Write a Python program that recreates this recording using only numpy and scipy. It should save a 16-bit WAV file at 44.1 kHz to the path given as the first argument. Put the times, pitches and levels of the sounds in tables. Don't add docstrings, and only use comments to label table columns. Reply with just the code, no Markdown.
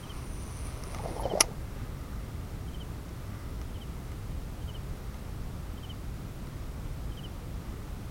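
import sys
import numpy as np
from scipy import signal
from scipy.fft import rfft, irfft
from scipy.io import wavfile

SR = 44100
rng = np.random.default_rng(int(sys.argv[2]) if len(sys.argv) > 2 else 0)


def to_wav(sig):
    pcm = np.clip(np.atleast_2d(sig), -1, 1) * 32767
    pcm = np.round(pcm).astype(np.int16)
    wavfile.write(sys.argv[1], SR, pcm.T)


N = 357518
TIME = np.arange(N) / SR

# (time [s], speed [turns per s])
SPOOL_SPEED = [(0, 205), (.2, 204), (.44, 170), (.72, 140), (.92, 138), (1.22, 122)]
# (time [s], level [dB])
WHIR_LEVEL = [(0, -61), (.065, -67), (.12, -60.5), (.42, -57.5), (.67, -51.5), (.73, -58.5), (.82, -60),
              (.87, -58), (1.19, -58.5)]
# (frequency [Hz], width [Hz], level [dB])
BEARING_PEAKS = [(9300, 380, 3), (9670, 600, -7)]
# (frequency [Hz], width [Hz], level [dB])
SCRAPE_PEAKS = [(9900, 760, 1), (10700, 650, -2)]
# (frequency [Hz], level [dB])
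LINE_COLOUR = [(500, -9), (1150, 10.5), (1600, -6), (2100, 3), (3400, -6), (5200, -5), (6100, -3),
               (6800, -22), (8200, -10), (12000, -18)]
# (frequency [Hz], level [dB])
RIM_COLOUR = [(5400, -18), (5800, -4), (6080, 0), (6350, -2), (6700, -22)]
# (frequency [Hz], level [dB])
THUMB_COLOUR = [(7500, -28), (9300, -10.5), (10600, 5), (11800, -9), (15000, -22)]
SCRAPE_SPEED, SCRAPE_SPEED_WIDTH = 124, 25
RIM_SPEED, RIM_SPEED_WIDTH = 165, 22
LINE_DB, RIM_DB, RIM_SWELL_DB = -55.5, -76.5, 16
STOP_S, THUMB_LEAD_S, THUMB_DB = 1.222, .012, -48


def spool(sharpness=1.97, steady=0.25, uneven_db=2.5, flutter_db=1.0, hiss_throb=0.59, hiss_waver_db=3.0):
    (speed,), (whir_level,) = in_time(SPOOL_SPEED), in_time(WHIR_LEVEL)
    angle = 2 * np.pi * np.cumsum(speed) / SR
    pulse = steady + np.exp(sharpness * (np.cos(angle) - 1))
    scuff = pulse * from_db(uneven_db * drift(129.56))

    slow = 1 / (1 + np.exp((speed - SCRAPE_SPEED) / SCRAPE_SPEED_WIDTH))
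    fast_part = np.sqrt(1 - slow) * resonate(scuff * noise(), BEARING_PEAKS)
    slow_part = np.sqrt(slow) * resonate(scuff * noise(), SCRAPE_PEAKS)
    bearing = colour(fast_part + slow_part, [(8400, -9), (9000, 1), (10900, 1.5), (11800, -10)])

    hiss_level = from_db(LINE_DB + hiss_waver_db * drift(13.24))
    hiss = hiss_level * colour(noise() * (1 + hiss_throb * scuff), LINE_COLOUR)

    rim_swell = np.exp(-((speed - RIM_SPEED) / RIM_SPEED_WIDTH) ** 2 / 2)
    rim = from_db(RIM_DB + RIM_SWELL_DB * rim_swell) * colour(noise(), RIM_COLOUR)

    brush = swell(STOP_S - THUMB_LEAD_S, rise_db_per_s=650, hold_s=.003, fall_db_per_s=950)
    thumb = from_db(THUMB_DB) * brush * colour(noise(), THUMB_COLOUR)

    running = np.clip((STOP_S - TIME) / 0.025, 0, 1)
    whir = from_db(whir_level + flutter_db * drift(40.2)) * bearing
    return running * (whir + hiss + rim) + thumb


# (frequency [Hz], relative level [dB], time to fall 60 dB [s])
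REEL_MODES = [(500, -15, .036), (724, -12, .035), (903, -3, .032), (1070, -11, .025), (1219, 1, 0.048),
              (1355, -11, .032), (2100, 1.5, 0.021), (2340, -12, .024), (2850, -5, .016),
              (4570, -18, 0.026), (5260, -5.5, 0.0077), (5690, 1.5, 0.0056), (6180, -4, 0.0093),
              (7070, -9, .012), (9250, -12, .01), (9550, -6, 0.012), (10340, -6, 0.0082),
              (10600, -1.5, 0.0094), (11400, -10, 0.01), (13700, -4, .007)]
# (low [Hz], high [Hz])
PART_RANGES = [(250, 5000), (4850, 6390), (8900, 12000)]
# (frequency [Hz], level [dB])
CRACK_COLOUR = [(300, 7), (1200, 1), (2100, -4), (3900, -8), (5200, 1), (6500, -11), (12000, -17)]
# (frequency [Hz], level [dB])
RATTLE_COLOUR = [(300, -14), (800, -8), (1250, -6), (1650, -12), (2150, 2.5), (2900, -4), (3450, -15),
                 (4400, -6), (5500, 1.5), (6500, -0.5), (8200, -18), (10300, -10), (12500, -26.5),
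                 (16000, -29.5)]
CLUTCH_S = 1.408


def reel_clicks(level_db=-3.5, crack_db=-9.5, crack_t60=0.0089, rattle_db=-13.5, rattle_t60=0.024,
                tail_db=-35.5, tail_t60=0.12):
    s, *forces = np.transpose(contacts())
    at = np.round(s * SR).astype(int)
    rings = np.zeros((len(PART_RANGES), N))
    for hz, db, t60 in REEL_MODES:
        part = np.argmin(np.abs(np.mean(PART_RANGES, axis=1) - hz))
        clicks = np.zeros(N)
        clicks[at] = from_db(forces[part] + db + level_db + rng.normal(0, 0.66, len(at)))
        rings[part] += ring(clicks, hz, t60)

    radiated = np.zeros(N)
    for band, part_ring in zip(PART_RANGES, rings):
        band_pass = signal.butter(2, band, "band", fs=SR, output="sos")
        radiated += signal.sosfilt(band_pass, part_ring)

    snaps = np.zeros(N)
    snaps[at] = from_db(crack_db + 0.772 * forces[0])
    snap_decay = from_db(-60 / (crack_t60 * SR))
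    crack = signal.lfilter([1], [1, -snap_decay], snaps + 1e-18) * colour(noise(), CRACK_COLOUR)

    rattle = from_db(rattle_db) * strike(CLUTCH_S, rattle_t60)
    tail = from_db(tail_db) * strike(CLUTCH_S, tail_t60)
    return radiated + crack + (rattle + tail) * colour(noise(), RATTLE_COLOUR)


# (time [s], force [dB], part struck)
CLUTCH_BLOWS = [(1.399, -27, "gears"), (1.4046, -11.5, "spool"), (1.4076, -2.5, "gears"),
                (1.4095, -17, "housing"), (1.4095, -13, "gears"), (1.4106, -7, "spool"),
                (1.4141, -21.5, "housing"), (1.421, -24, "spool")]
PART_ORDER = ["housing", "gears", "spool"]
PART_LEAK = [-16, -16, -21]
# (time [s], force [dB], extra from each part to the next higher one [dB])
TACKLE_TICKS = [(.8371, -42.5, 2.5), (.9468, -35.5, -2.5), (.986, -42, -12), (3.092, -50, -4),
                (3.6152, -44.5, -4), (4.1184, -44.5, -13), (5.1438, -44.5, -9), (6.471, -48, -13)]
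TICK_GEARS_DB = 6.5


def contacts():
    blows = []
    for s, db, struck in CLUTCH_BLOWS:
        blows.append([s] + [db + leak * (name != struck) for name, leak in zip(PART_ORDER, PART_LEAK)])
    for s, db, bright in TACKLE_TICKS:
        blows.append([s, db, db + bright + TICK_GEARS_DB, db + 2 * bright])
    return blows


# (frequency [Hz], level [dB])
GRIP_COLOUR = [(130, -5.5), (330, -5), (480, 1.5), (640, 1), (850, -2.5), (1100, -14.5), (1600, -23.5),
               (2050, -18), (2700, -37), (3600, -29), (5300, -24), (7200, -36.5), (12000, -47)]
# (time [s], level [dB], pitch [Hz])
GRIP_SLIPS = [(.868, -37, 382), (.994, -33.5, 840), (1.058, -33, 673), (1.108, -31.5, 315),
              (1.196, -25, 898), (1.254, -17, 540), (1.259, -23, 730), (1.313, -21.5, 636),
              (1.334, -23.5, 398), (1.338, -29.5, 190), (1.352, -21, 593), (1.374, -20.5, 652),
              (1.483, -32.5, 434)]
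# (frequency [Hz], level [dB])
CLOTH_COLOUR = [(300, 11), (800, -3), (1500, -4), (2200, -10), (3500, -16), (6000, -22)]
RUB_S, RUB_DB = 1.296, -35.5
SLEEVE_S, SLEEVE_DB = 1.73, -51.5


def hands(lumpy_db=3.5, slip_t60=0.055, slip_rise_s=0.0015, slip_rough=0.31):
    pressure = from_db(RUB_DB) * swell(RUB_S, rise_db_per_s=35, hold_s=0.095, fall_db_per_s=134)
    lumpy_grains = grains(per_s=2200, spread_db=2.5) * from_db(lumpy_db * drift(70.3))
    rub = pressure * colour(lumpy_grains, GRIP_COLOUR)

    creaks = np.zeros(N)
    for s, db, hz in GRIP_SLIPS:
        soft_start = np.clip((TIME - s) / slip_rise_s, 0, 1)
        creaks += from_db(db) * soft_start * strike(s, slip_t60) * np.sin(2 * np.pi * hz * (TIME - s))

    settling = from_db(SLEEVE_DB) * swell(SLEEVE_S, rise_db_per_s=220, hold_s=0.11, fall_db_per_s=200)
    sleeve = settling * colour(grains(per_s=1600, spread_db=2.5), CLOTH_COLOUR)
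    return rub + creaks * (1 + slip_rough * drift(400)) + sleeve


# (time of the last note's middle [s], its level [dB], its pitch there [Hz])
BIRD_CALLS = [(.107, -44.5, 3096), (1.31, -41.5, 3070), (2.815, -45.5, 3070), (3.824, -46.5, 3070),
              (4.757, -45, 3020), (5.907, -42.5, 3055), (7.25, -42, 3035)]
NOTE_GAP_S, NOTE_WIDTH_S, FALL_HZ_PER_S = .064, 0.013, 12400
LEAD_IN_DB, LEAD_IN_HZ, LEAD_IN_FALL_HZ_PER_S = -3.5, 15, 1500


def bird(rough=0.13, lead_in_rough=0.42, squareness=2.4):
    out, flutter = np.zeros(N), drift(250)
    for s, db, hz in BIRD_CALLS:
        for before in range(3):
            middle = s - before * NOTE_GAP_S
            near = np.abs(TIME - middle) < NOTE_GAP_S / 2
            t = TIME[near] - middle
            pitch = hz + LEAD_IN_HZ * before ** 2
            fall = FALL_HZ_PER_S - LEAD_IN_FALL_HZ_PER_S * before ** 2
            whistle = np.sin(2 * np.pi * (pitch * t - fall * t * t / 2))
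            shape = np.exp(-np.abs(t / NOTE_WIDTH_S) ** squareness)
            roughness = 1 + (rough + lead_in_rough * before) * flutter[near]
            out[near] += from_db(db + LEAD_IN_DB * before ** 2) * shape * roughness * whistle
    return out


# (frequency [Hz], level [dB])
AIR_COLOUR = [(20, -3.5), (40, -0.86), (58, 1), (85, -3), (125, -5), (190, -11.5), (330, -17.5), (600, -24),
              (950, -27.5), (1300, -29), (1700, -33.5), (3200, -37.5), (7000, -42.5), (15500, -45.0)]
# (frequency [Hz], width [Hz], level [dB])
SHORE_PEAKS = [(1218, 95, 5.5), (2060, 154, -2.5), (5540, 240, -11)]
# (frequency [Hz], level [dB])
INSECT_BAND = [(8700, -21), (9200, 0), (9650, 1), (10100, -22.5)]
AIR_DB = -38
INSECT_DB, INSECT_FADE_S, INSECT_FADE_DB = -75.5, 4.8, -5


def outdoors(distant_db=-64.0, waver_db=3.0, throbs_per_s=8.7, throb_depth=0.44):
    air = from_db(AIR_DB) * colour(noise(), AIR_COLOUR)
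    distant = from_db(distant_db + waver_db * drift(4.4)) * resonate(noise(), SHORE_PEAKS)

    throb = 1 + throb_depth * np.sin(2 * np.pi * throbs_per_s * TIME + .6 * drift(2))
    insect_level = from_db(INSECT_DB + INSECT_FADE_DB * np.clip(TIME - INSECT_FADE_S, 0, 1))
    insect = insect_level * throb * colour(noise(), INSECT_BAND)
    return air + distant + insect


def from_db(db):
    return 10 ** (np.asarray(db) / 20)


def rms_one(x):
    return x / np.sqrt(np.mean(x ** 2) + 1e-20)


def in_time(rows):
    s, *columns = np.transpose(rows)
    return [np.interp(TIME, s, c) for c in columns]


def noise():
    return rng.standard_normal(N)


def drift(rate):
    return np.interp(TIME * rate, np.arange(N), noise())


def grains(per_s, spread_db):
    return (rng.random(N) < per_s / SR) * from_db(spread_db * noise()) * np.sign(noise())


def colour(x, points):
    hz, db = np.transpose(points)
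    f = np.maximum(np.arange(N // 2 + 1) * SR / N, 1)
    skirts = np.minimum(f / hz[0], 1) ** 2 * np.minimum(hz[-1] / f, 1) ** 2
    gain = skirts * from_db(np.interp(np.log(f), np.log(hz), db))
    return rms_one(irfft(rfft(x) * gain, N))


def resonate(x, peaks):
    out = 0
    for k, (hz, width, db) in enumerate(peaks):
        r = np.exp(-np.pi * width / SR)
        feed = [(1 - r * r) / 2, 0, (r * r - 1) / 2]
        feedback = [1, -2 * r * np.cos(2 * np.pi * hz / SR), r * r]
        out = out + (-1) ** k * from_db(db) * signal.lfilter(feed, feedback, x)
    return rms_one(out)


def ring(clicks, hz, t60):
    r, w = from_db(-60 / (t60 * SR)), 2 * np.pi * hz / SR
    return signal.lfilter([0, np.sin(w)], [1, -2 * r * np.cos(w), r * r], clicks + 1e-18)


def strike(s, t60):
    return (TIME >= s) * from_db(-60 * np.clip((TIME - s) / t60, 0, 10))


def swell(s, rise_db_per_s, hold_s, fall_db_per_s):
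    below = rise_db_per_s * np.maximum(s - TIME, 0)
    after = fall_db_per_s * np.maximum(TIME - s - hold_s, 0)
    return from_db(-below - after)


def scene():
    return (spool() + hands() + reel_clicks() + bird() + outdoors())[None]


CUTOFF_HZ = 15900


def record(dry):
    low_pass = signal.ellip(10, .1, 80, CUTOFF_HZ, fs=SR, output="sos")
    return signal.sosfilt(low_pass, dry)


dry = scene()
out = record(dry)
to_wav(out)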